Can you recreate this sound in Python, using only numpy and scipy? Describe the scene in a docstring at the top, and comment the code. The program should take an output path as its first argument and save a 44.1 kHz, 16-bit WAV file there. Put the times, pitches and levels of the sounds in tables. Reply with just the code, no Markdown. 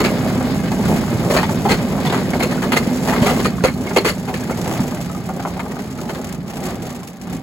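"""On a rough narrow-gauge track, from a phone riding on a small trolley, close to its empty bottles.
From the start the rails shake the tub into a rumble, the wheels drum and the bottles jostle; a high
hiss flickers, like wind or rubbing at a microphone. Joints and points make the chassis chatter and the
glass clink, most densely from 1.3 to 4.1 s, and now and then a flange grinds. Then the trolley slows:
the rumble sinks, the knocks grow few and light, and from 6 s the hiss breaks into sharp crackles."""
import sys
import numpy as np
from scipy import signal
from scipy.fft import rfft, irfft
from scipy.io import wavfile
from scipy.ndimage import uniform_filter1d, map_coordinates

SR = 44100
rng = np.random.default_rng(int(sys.argv[2]) if len(sys.argv) > 2 else 0)


def store_wav(level_fs):
    """Save 16-bit WAV to argv[1]."""
    pcm = np.round(np.clip(np.atleast_2d(level_fs), -1, 1) * 32767)
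    wavfile.write(sys.argv[1], SR, pcm.T.astype(np.int16))


N = 327222

# Levels in the tables are relative; each source adds its own trim.
# slowing over rough and smooth rail: time_s, rumble_db, roll_db, hiss_db
RIDE_LEVELS = [(0.0, -19, -22.5, -37), (0.78, -20, -26.5, -38), (0.9, -15, -21, -33),
               (1.02, -21, -25, -35.5), (2.7, -18.5, -25, -40), (3.02, -18.5, -25.5, -34),
               (3.18, -17, -19.5, -35.5), (3.42, -17.5, -25.5, -35), (3.53, -20, -29, -41.5),
               (3.74, -21, -32, -41), (3.94, -24, -28, -37), (4.18, -24.5, -33.5, -42.5),
               (4.7, -23.5, -27, -34), (5.22, -26, -34, -42), (5.78, -27.5, -31.5, -41.5),
               (5.94, -27.5, -37, -43), (6.02, -28.5, -30.5, -44), (6.34, -27.5, -33, -40),
               (6.42, -25, -40.5, -54.5), (6.5, -31.5, -34, -45), (6.61, -25.5, -31, -37),
               (6.68, -26, -26.5, -38.5), (6.79, -27, -36.5, -50), (6.86, -27.5, -33.5, -41),
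               (7.08, -32.5, -38, -46.5), (7.13, -36, -40.5, -44), (7.19, -36.5, -42, -61),
               (7.24, -29, -35.5, -47), (7.34, -24, -32, -38), (7.42, -31.5, -38, -54)]
# lift of the tub's deepest boom: time_s, gain_db
BOOM_GAIN = [(0, -0.5), (.35, 2.5), (1.3, 4), (2.1, 0), (2.5, -5), (3.1, -4.5), (4.7, 1.5), (7.0, -1),
             (7.4, 1)]
# dull jolts of the tub: start_s, level_db
TUB_JOLTS = [(0.38, -14.5), (1.195, -16), (1.705, -14), (2.492, -19.5), (2.873, -16), (3.219, -5.5),
             (4.795, -13), (6.061, -18.5)]
# sharp crackles in the hiss: start_s, level_db, decay_s
HISS_CRACKLES = [(.04, -30, .03), (1.31, -21, .04), (1.712, -32, 0.022), (1.9, -29, 0.0047),
                 (2.304, -21.5, 0.0049), (2.433, -14, 0.0065), (2.768, -15, 0.011), (3.026, -30, 0.005),
                 (3.262, -22, 0.027), (3.428, -22, .0045), (4.056, -23, 0.031), (4.088, -20, 0.015),
                 (4.614, -27, .0045), (6.014, -29, .0045), (6.155, -32, .0045), (6.244, -23, 0.0049),
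                 (6.289, -33, 0.0041), (6.326, -25, 0.005), (6.48, -30, 0.005), (6.575, -36, .0045),
                 (6.631, -27, 0.005), (6.654, -27, 0.0058), (6.755, -26, 0.004), (6.823, -28, .0045),
                 (6.904, -26, 0.0066), (6.953, -30, .0045), (7.032, -30, 0.006), (7.076, -26, .0045),
                 (7.17, -35, .0045), (7.214, -27.5, 0.01), (7.331, -28, 0.0051)]
# knocks at joints and points: start_s, chatter_s, thud_db, thud_hz, clatter_db
JOINT_KNOCKS = [(0.002, 0.0016, -16.5, 420, -22), (0.038, 0.032, -16, 427, -20.5),
                (0.405, 0.012, -24, 530, -34), (0.715, 0.0052, -22.5, 880, -30),
                (1.299, 0.014, -15.5, 620, -24), (1.334, 0.085, -16.5, 523, -22),
                (1.363, 0.013, -17, 643, -19.5), (1.429, 0.0087, -19, 850, -25),
                (1.651, 0.014, -14.5, 835, -32), (1.685, 0.058, -19.5, 493, -20.5),
                (1.704, 0.017, -17, 440, -19), (1.916, 0.012, -30, 765, -50),
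                (2.048, 0.029, -23.5, 750, -25), (2.096, 0.0038, -22.5, 395, -29),
                (2.12, 0.069, -17.5, 382, -25), (2.332, 0.0042, -31, 870, -30),
                (2.394, 0.016, -21, 660, -27.5), (2.423, 0.015, -19.5, 535, -21.5),
                (2.508, .023, -29, 800, -27.5), (2.618, 0.028, -23, 420, -26.5),
                (2.718, 0.014, -14, 400, -20), (2.76, 0.014, -15.5, 430, -19.5),
                (3.076, 0.025, -21, 640, -25), (3.122, 0.013, -19.5, 830, -27.5),
                (3.218, 0.032, -20, 606, -23.5), (3.256, 0.061, -14.5, 750, -21.5),
                (3.391, .012, -19.5, 443, -28), (3.445, 0.018, -22, 476, -21.5),
                (3.637, 0.012, -12, 516, -18.5), (3.664, 0.024, -31, 500, -26),
                (3.863, 0.0036, -35, 490, -36), (3.906, 0.013, -27, 402, -34),
                (3.961, 0.012, -11.5, 412, -16), (4.045, 0.016, -15.5, 442, -19.5),
                (4.066, 0.029, -25, 595, -19.5), (4.275, 0.026, -19, 750, -31.5),
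                (4.338, 0.012, -39, 380, -25.5), (4.493, 0.0079, -24, 520, -33),
                (5.288, 0.0039, -30, 766, -36), (5.394, 0.0045, -33, 840, -32.5),
                (5.45, 0.0033, -23, 810, -37.5), (5.565, 0.0041, -32, 865, -42),
                (5.592, 0.0059, -25.5, 920, -29.5), (6.09, 0.012, -23, 700, -29.5),
                (6.146, .01, -37, 600, -30.5)]
# only hard knocks ring the wheel, and it saturates: clatter_db, ring_db
WHEEL_RING_LEVEL = [(-35, -58), (-25, -42), (-20, -30.5), (-18, -25), (-15, -25)]
# single bottles knocking together: start_s, level_db, pitch_hz
BOTTLE_CLACKS = [(.228, -28, 1620), (0.296, -27, 1370), (.340, -35, 1050), (.857, -27, 1480),
                 (0.971, -30, 940), (1.036, -24, 810), (1.079, -24, 970), (1.132, -31.5, 1390),
                 (1.385, -14, 1825), (1.431, -19, 1210), (1.440, -28.5, 3490), (1.493, -16.5, 870),
                 (1.555, -36, 1480), (1.865, -42, 840), (1.987, -21, 805), (2.067, -24, 3430),
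                 (2.098, -24, 3610), (2.124, -19, 1184), (2.245, -33, 1900), (2.334, -22, 2170),
                 (2.404, -17, 2180), (2.578, -27, 1450), (2.768, -11, 2070), (2.826, -26, 2080),
                 (2.885, -23, 850), (3.091, -18.5, 1820), (3.128, -23, 1950), (3.264, -19, 2280),
                 (3.281, -22, 1190), (3.299, -28, 2880), (3.455, -14, 1260), (3.582, -24, 1110),
                 (3.607, -26, 1420), (3.682, -21, 2170), (3.738, -35, 4300), (3.870, -24.5, 2170),
                 (3.909, -24, 1420), (4.283, -29, 1100), (4.43, -31, 1620), (4.496, -32, 1490),
                 (4.525, -28.5, 2190), (4.661, -29, 1180), (4.791, -25, 900), (4.837, -27, 1040),
                 (4.921, -25, 850), (4.970, -26, 810), (5.097, -29, 1290), (5.148, -28.5, 1250),
                 (5.451, -32, 1500), (5.501, -29, 865), (5.599, -25, 2150), (5.662, -27, 850),
                 (5.714, -33, 1900), (5.767, -26, 1210), (5.792, -19.5, 776), (5.986, -34, 1380),
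                 (6.095, -28, 1000), (7.024, -33, 1055)]
# the higher a bottle rings, the less dry clack goes with it: pitch_hz, clack_db
DRYNESS_BY_PITCH = [(900, -2), (1600, -2), (2100, -7), (4200, -14)]
# flanges grinding on the rail: start_s, length_s, level_db
FLANGE_SCRAPES = [(0.873, 0.19, -32.5), (3.058, 0.11, -24), (3.236, 0.17, -26), (4.645, 0.14, -29.5),
                  (6.496, 0.068, -37.5), (6.632, 0.15, -36), (7.248, 0.25, -54)]

# resonances: pitch_hz, level_db, t60_s
TUB_MODES = [(118, -9, 0.081), (147.8, -2, 0.07), (177.8, 1.5, 0.11), (211.2, 0, 0.098), (249.7, 2.5, 0.11)]  # tub panels
BOUNCE_MODES = [(61.6, -3, 0.23), (85, -2.5, 0.11)]  # the whole trolley on its axles
CHASSIS_MODES = [(372.4, 10, 0.052), (568, -3, 0.085), (706, 4, 0.0096), (790, 7, 0.054), (970, -21, 0.13),
                 (1170, 0, 0.049)]  # chassis steel
GLASS_MODES = [(1125, 2, 0.1), (1390, -7, 0.025), (1597, 1.5, 0.19), (2066, -4.5, 0.057), (2150, 1.5, 0.17),
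               (2480, -1, 0.18), (2960, -3, 0.12), (3376, -8, 0.14)]  # empty bottles
WHEEL_MODES = [(3830, -7, .03), (4090, -4, .05), (4200, -2, .13), (4320, -3, .07), (4495, -4, .11),
               (4650, -5, .07), (5230, -16, .04), (6590, -9, .04), (7010, -13, .04)]  # steel wheel, damped by its axle
FRAME_MODES = [(640, -2, .035), (870, -1, .04), (1010, 1, .04), (1210, 1, .045), (1390, -2, .035),
               (1720, -4, .03), (2064, 2, .05), (2230, -2, .04), (2503, -3, .05), (3116, -5, .04)]  # frame struck steel on steel

# spectra: frequency_hz, level_db
ROLL_SPECTRUM = [(120, -49.5), (270, -9.5), (320, 2), (390, 0.5), (480, -1.5), (620, -2), (820, -8),
                 (1000, -11.5), (1400, -24), (3000, -38.5)]  # treads on the rail
RATTLE_SPECTRUM = [(500, -24), (1100, 4), (1600, 4), (2100, 2.5), (2800, -8), (3700, -3.5), (5000, -3),
                   (7000, -42), (12000, -38)]  # jostling load
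CLACK_SPECTRUM = [(300, -39.5), (700, 5.5), (1000, -4.5), (1250, -1), (1650, -8.5), (2200, -11.5),
                  (2700, -22), (4300, -23.5), (8000, -40)]  # dry clack of bottle on bottle
HISS_SPECTRUM = [(1500, 3.5), (3500, -1.5), (5500, -1), (7000, 0.5), (9000, -4.5), (12000, -5.5),
                 (15500, -11.5)]  # flickering high hiss
THUD_SPECTRUM = [(100, -23), (250, -10), (380, 1), (540, -9), (700, -3), (950, -4), (1400, -12.5),
                 (3000, -43)]  # chassis thud
CLATTER_SPECTRUM = [(400, 9), (850, -16.5), (1200, 10), (1700, 2.5), (2100, -4.5), (3000, -1.5),
                    (3600, -4.5), (4300, 0.5), (5400, -9.5), (6700, -9.5), (9000, -9.5), (15500, -19)]  # crack of a hard knock
GRIND_SPECTRUM = [(400, -13), (700, 15.5), (1200, 2.5), (2000, -1), (3500, -10.5), (6000, -13),
                  (12000, -18.5)]  # grinding flange
SIDE_SPECTRUM = [(50, -5), (110, -14), (200, -19.5), (400, -13), (750, -14), (1300, -7), (2000, -2.5),
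                 (2800, 4), (4100, -4.5), (5300, 0.5), (6500, 3)]  # side against mid at the microphone

KNOCK_SIZE = 16384  # samples
CLACK_DECAY_S = .0055


def undb(db):
    """Decibels to gain."""
    return 10 ** (np.asarray(db) / 20)


def unit(x):
    """Scale to rms 1."""
    return x / np.sqrt(np.mean(x ** 2))


def unit_peak(x, size=440):
    """Scale each row so that its loudest 10 ms have rms 1."""
    return x / np.sqrt(uniform_filter1d(x ** 2, size).max(axis=-1, keepdims=True))


def add(out, s, x):
    """Mix x into out from time s on."""
    i = max(int(s * SR), 0)
    out[..., i:i + x.shape[-1]] += x[..., :max(N - i, 0)]


def fade(decay_s, size=KNOCK_SIZE):
    """Exponential decay from 1."""
    return np.exp(-np.arange(size) / SR / decay_s)


def curves(table):
    """The columns of a table, joined by straight lines in time."""
    s, *columns = np.transpose(table)
    return [np.interp(np.arange(N) / SR, s, c) for c in columns]


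def through(x, response):
    """Pass x through an impulse response."""
    return signal.fftconvolve(np.atleast_2d(x), np.atleast_2d(response), axes=-1)[:, :x.shape[-1]]


def shape(spectrum, size=2048):
    """Minimum-phase impulse response with the given spectrum."""
    hz, db = np.transpose(spectrum)
    f = np.maximum(np.fft.rfftfreq(size, 1 / SR), 1)
    cepstrum = irfft(np.log(undb(np.interp(np.log(f), np.log(hz), db))))
    cepstrum[1:size // 2] *= 2
    cepstrum[size // 2 + 1:] = 0
    return irfft(np.exp(rfft(cepstrum)))


def ring(modes, detune=0., scatter_db=0., size=8192):
    """Damped modes; each blow lands elsewhere, so pitch, strength and sign can vary."""
    hz, db, t60 = np.transpose(modes)[:, :, None]
    pitch, strength, sign = rng.standard_normal((3, len(modes), 1))
    t = np.arange(size) / SR
    envelope = np.sign(sign) * undb(db + scatter_db * strength) * np.exp(-np.log(1000) * t / t60)
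    return np.sum(envelope * np.sin(2 * np.pi * hz * (1 + detune * pitch) * t), axis=0)


def walk(rate):
    """Glide between random values about 1 / rate s apart; rms 1."""
    knots = np.cumsum(rng.uniform(.5, 1.5, 2048)) / rate - 1 / rate
    return unit(np.interp(np.arange(N) / SR, knots, rng.standard_normal(2048)))


def contacts(rate, spread_db, size=N):
    """Random tiny impulses of uneven strength, rate a second, as mid and side rows."""
    hit = rng.random(size) < rate / SR
    strength = undb(spread_db * np.clip(rng.standard_normal(size), -2, 2))
    return hit * strength * rng.standard_normal((2, size))


def spurts(rate, spread_db, decay_s, attack_s, count=1000):
    """Envelope of uneven bursts that start sharply and die away; rms 1."""
    gap, strength = rng.uniform(.3, 1.7, count), rng.standard_normal(count)
    out, burst = np.zeros(N), fade(decay_s) - fade(attack_s)
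    for s, gain in zip(np.cumsum(gap) / rate, undb(spread_db * strength)):
        add(out, s, gain * burst)
    return unit(out)


def shaken(modes):
    """Each mode driven by its own random shaking, as mid and side rows."""
    return unit(sum(undb(db) * unit(through(rng.standard_normal((2, N)), ring([(hz, db, t60)])))
                    for hz, db, t60 in modes))


def tub_rumble(level_db):
    """Rail roughness drives each tub panel; jolts kick them all at once; the frame bounces below."""
    band = signal.butter(2, [75, 330], "band", fs=SR, output="sos")
    panels = unit(signal.sosfilt(band, shaken(TUB_MODES)))
    swell = np.sqrt(uniform_filter1d(panels[0] ** 2, size=5000))
    out = panels / swell * undb(level_db)  # the ride sets the slow swell, the panels only beat
    boom = signal.sosfiltfilt(signal.butter(4, 170, fs=SR, output="sos"), out)
    out += (undb(curves(BOOM_GAIN)[0]) - 1) * boom
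    for s, db in TUB_JOLTS:
        add(out[0], s, undb(db) * unit_peak(ring(TUB_MODES)))
    # the bounce dies down less than the panels do as the trolley slows
    return out + shaken(BOUNCE_MODES) * undb(0.67 * level_db - 22.5)


def wheel_roll(level_db):
    """Pitted treads drum on rusty rail; the chassis resonances wander as the frame twists."""
    drumming = contacts(rate=2400, spread_db=0) * undb(2.15 * walk(45))
    playhead = np.cumsum(1 + .03 * walk(5))  # pitch wanders by 3 %
    chassis = np.array([map_coordinates(row, [playhead], order=1, mode="mirror")
                        for row in shaken(CHASSIS_MODES)])
    chassis_db = np.interp(np.arange(N) / SR, [3.5, 5.5], [-10, -3])  # stands out more at low speed
    treads = unit(through(drumming, shape(ROLL_SPECTRUM)))
    return unit(treads + undb(chassis_db) * chassis) * undb(level_db)


def load_rattle(level_db, bottles=12):
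    """Bottles jostle without pause; wedged in the heap, each clinks briefly and at its own pitch."""
    touches = contacts(rate=5000, spread_db=2.5) * undb(2 * walk(40))
    jostle = unit(through(touches, shape(RATTLE_SPECTRUM)))
    clinks = np.zeros((2, N))
    for _ in range(bottles):
        taps = contacts(rate=7, spread_db=2.5)
        clinks += through(taps, ring(GLASS_MODES, detune=0.0263, scatter_db=2.5))
    # a dry clack scatters among its neighbours for a few milliseconds
    scatter = through(rng.standard_normal((2, KNOCK_SIZE)) * fade(CLACK_DECAY_S), shape(CLACK_SPECTRUM))
    hits = np.sign(contacts(rate=25, spread_db=0)) * undb(2.5 * walk(30))
    clacks = unit(through(hits, scatter))
    return unit(jostle + undb(-6.5) * unit(clinks) + undb(-5) * clacks) * undb(level_db)


def flickering_hiss(level_db):
    """A high hiss flickers in spurts, with sharp crackles, like wind or rubbing at one microphone."""
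    flicker = spurts(rate=45, spread_db=2.5, decay_s=.009, attack_s=.001)
    spurt_share = np.interp(np.arange(N) / SR, [3, 6.5], [.5, .8])
    envelope = undb(level_db) * (1 - spurt_share + spurt_share * flicker)
    for s, db, decay_s in HISS_CRACKLES:
        add(envelope, s, undb(db - 9) * fade(decay_s))
    return unit(through(contacts(rate=25000, spread_db=1.5), shape(HISS_SPECTRUM))) * envelope


def joint_knocks(panel_t60_s=0.029, bottle_t60_s=0.033):
    """A wheel drops at a joint: steel chatters, the chassis thuds and clanks, bottles and wheel ring."""
    out, t = np.zeros((2, N)), np.arange(KNOCK_SIZE) / SR
    dull, crack, clack = shape(THUD_SPECTRUM), shape(CLATTER_SPECTRUM), shape(CLACK_SPECTRUM)
    for s, chatter_s, thud_db, thud_hz, clatter_db in JOINT_KNOCKS:
        hardness = np.interp(clatter_db, [-35, -19.5], [0, 1])
        # a short knock snaps and a long one builds; the load settles after the last contact
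        attack = 1 - np.exp(-t / (0.054 * chatter_s))
        after = np.maximum(t - chatter_s, 0)
        settling = undb(-9 + 8 * hardness) * np.exp(-after / 0.036)
        force = attack * fade(decay_s=0.083) * (np.exp(-after / 0.012) + settling)
        chatter = force * contacts(rate=3000, spread_db=2, size=KNOCK_SIZE)
        # a light knock clacks drily; a hard one cracks, rings a bottle higher and stirs the whole heap
        bottle_hz = np.interp(hardness, [0, 1], [1450, 2104]) * np.exp(0.045 * rng.standard_normal())
        bodies = (dull,
                  ring([(thud_hz, 0, panel_t60_s)]),
                  hardness * crack + (1 - hardness) * clack,
                  ring([(bottle_hz, 0, bottle_t60_s)]),
                  ring(WHEEL_MODES, detune=.01, scatter_db=2.5))
        # each body gets the blow by its own path, up to a millisecond late
        chassis, panel, impact, bottle, wheel = (
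            unit_peak(np.roll(through(chatter, body), rng.integers(44), axis=1)) for body in bodies)
        ring_db = -3 * (chatter_s / 0.06) ** 2  # a long knock is a scrape and rings less
        thud = undb(-1 - 2.6 * hardness) * chassis + undb(-2.5 + 3 * hardness + ring_db) * panel
        clatter = impact + undb(-7) * bottle + undb(-15 + 12 * hardness) * heap_crash(force)
        clank = undb((thud_db + clatter_db) / 2 - 7.5 + ring_db) * frame_clank(chatter_s)
        wheel_db = np.interp(clatter_db, *np.transpose(WHEEL_RING_LEVEL))
        buzz = undb(wheel_db + ring_db) * seat_buzz(wheel, rate=220, depth=.8)
        add(out, s, undb(thud_db) * thud + undb(clatter_db - hardness) * clatter + clank + buzz)
    return out


def heap_crash(force, bottles=5, size=2048):
    """Several bottles rattle at once, each with its own contacts and pitch, and damp each other."""
    out, damping = np.zeros((2, KNOCK_SIZE)), fade(decay_s=.009, size=size)
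    for _ in range(bottles):
        taps = force * contacts(rate=700, spread_db=2, size=KNOCK_SIZE)
        out += through(taps, damping * ring(GLASS_MODES, detune=.1, scatter_db=2, size=size))
    return unit_peak(out)


def frame_clank(chatter_s, blows=4, bounce_s=0.0032):
    """Steel meets steel inside a knock: a blow and quick, weaker bounces, each on another spot."""
    out, s = np.zeros((2, KNOCK_SIZE)), 0.33 * min(chatter_s, .03)
    for k in range(blows):
        strength = rng.choice([-1, 1], (2, 1)) * 0.94 ** k
        add(out, s, strength * ring(FRAME_MODES, detune=.022, scatter_db=2.5, size=2048))
        s += bounce_s * rng.uniform(.5, 1.5)
    return unit_peak(out)


def seat_buzz(x, rate, depth):
    """A loose part buzzes against its seat, so its ring flutters."""
    count = x.shape[-1]
    flutter = np.interp(np.arange(count) * rate / SR, np.arange(count), rng.standard_normal(count))
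    return x * (1 + depth * flutter) / np.sqrt(1 + depth ** 2 / 2)


def bottle_clacks(t60_s=.038):
    """Single bottles tip against their neighbours: low ones clack drily, high ones clink."""
    out = np.zeros((2, N))
    for s, db, hz in BOTTLE_CLACKS:
        touch = rng.standard_normal((2, KNOCK_SIZE)) * fade(CLACK_DECAY_S)
        clink = unit_peak(through(touch, ring([(hz, 0, t60_s)])))
        clack = unit_peak(through(touch, shape(CLACK_SPECTRUM)))
        clack_db = np.interp(hz, *np.transpose(DRYNESS_BY_PITCH))
        add(out, s, undb(db - 5) * (undb(clack_db) * clack + undb(-.5) * clink))
    return out


def flange_scrapes():
    """A flange sticks and slips along the rail: sharp ticks that swell quickly and die away."""
    force = np.zeros(N)
    for s, length_s, db in FLANGE_SCRAPES:
        progress = np.linspace(0, 1, int(length_s * SR))
        add(force, s, undb(db) * np.abs(np.sin(np.pi * progress ** 0.62)) ** 0.37)
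    slips = spurts(rate=110, spread_db=2.5, decay_s=.003, attack_s=.0002)
    ticks = slips * contacts(rate=5500, spread_db=1.5)
    return unit(through(ticks, shape(GRIND_SPECTRUM))) * force


def scene():
    """Left and right as heard on the trolley: the bass is central and the rattling spreads wide."""
    rumble_db, roll_db, hiss_db = curves(RIDE_LEVELS)
    bed = tub_rumble(rumble_db) + wheel_roll(roll_db - 0.03)
    bed += load_rattle(roll_db - 10)  # the rattle follows the roll of the wheels
    bed += flickering_hiss(hiss_db - 1.83)
    mid, side = bed + joint_knocks() + bottle_clacks() + flange_scrapes()
    side = through(side, shape(SIDE_SPECTRUM))[0]
    return np.array([mid + side, mid - side])


def record(dry, lag_s=0.0002194, split_hz=5800, top_hz=15900):
    """The phone's stereo microphones, on board: peaks are rounded, deep bass and the very top cut."""
    f = np.fft.rfftfreq(N, 1 / SR)
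    left, right = rfft(dry)
    # above the split, the left channel carries the right one, late and inverted
    crossfade = np.pi / 2 / (1 + (split_hz / np.maximum(f, 1)) ** 8)
    left = np.cos(crossfade) * left - np.sin(crossfade) * right * np.exp(-2j * np.pi * f * lag_s)
    balance_db = np.interp(f, [50, 170, 450, 1400, 4000, 8000], [-0.5, -2.4, 0.0, 1.2, 1.5, -0.1])
    pair = irfft(np.array([left * undb(balance_db / 2), right * undb(-balance_db / 2)]), N)
    pair = signal.sosfilt(signal.butter(4, 42, "high", fs=SR, output="sos"), pair)
    rounded = pair / (1 + (pair / .95) ** 6) ** (1 / 6)
    return signal.sosfilt(signal.ellip(10, .2, 70, top_hz, fs=SR, output="sos"), rounded)


dry = scene()
out = record(dry)
store_wav(out)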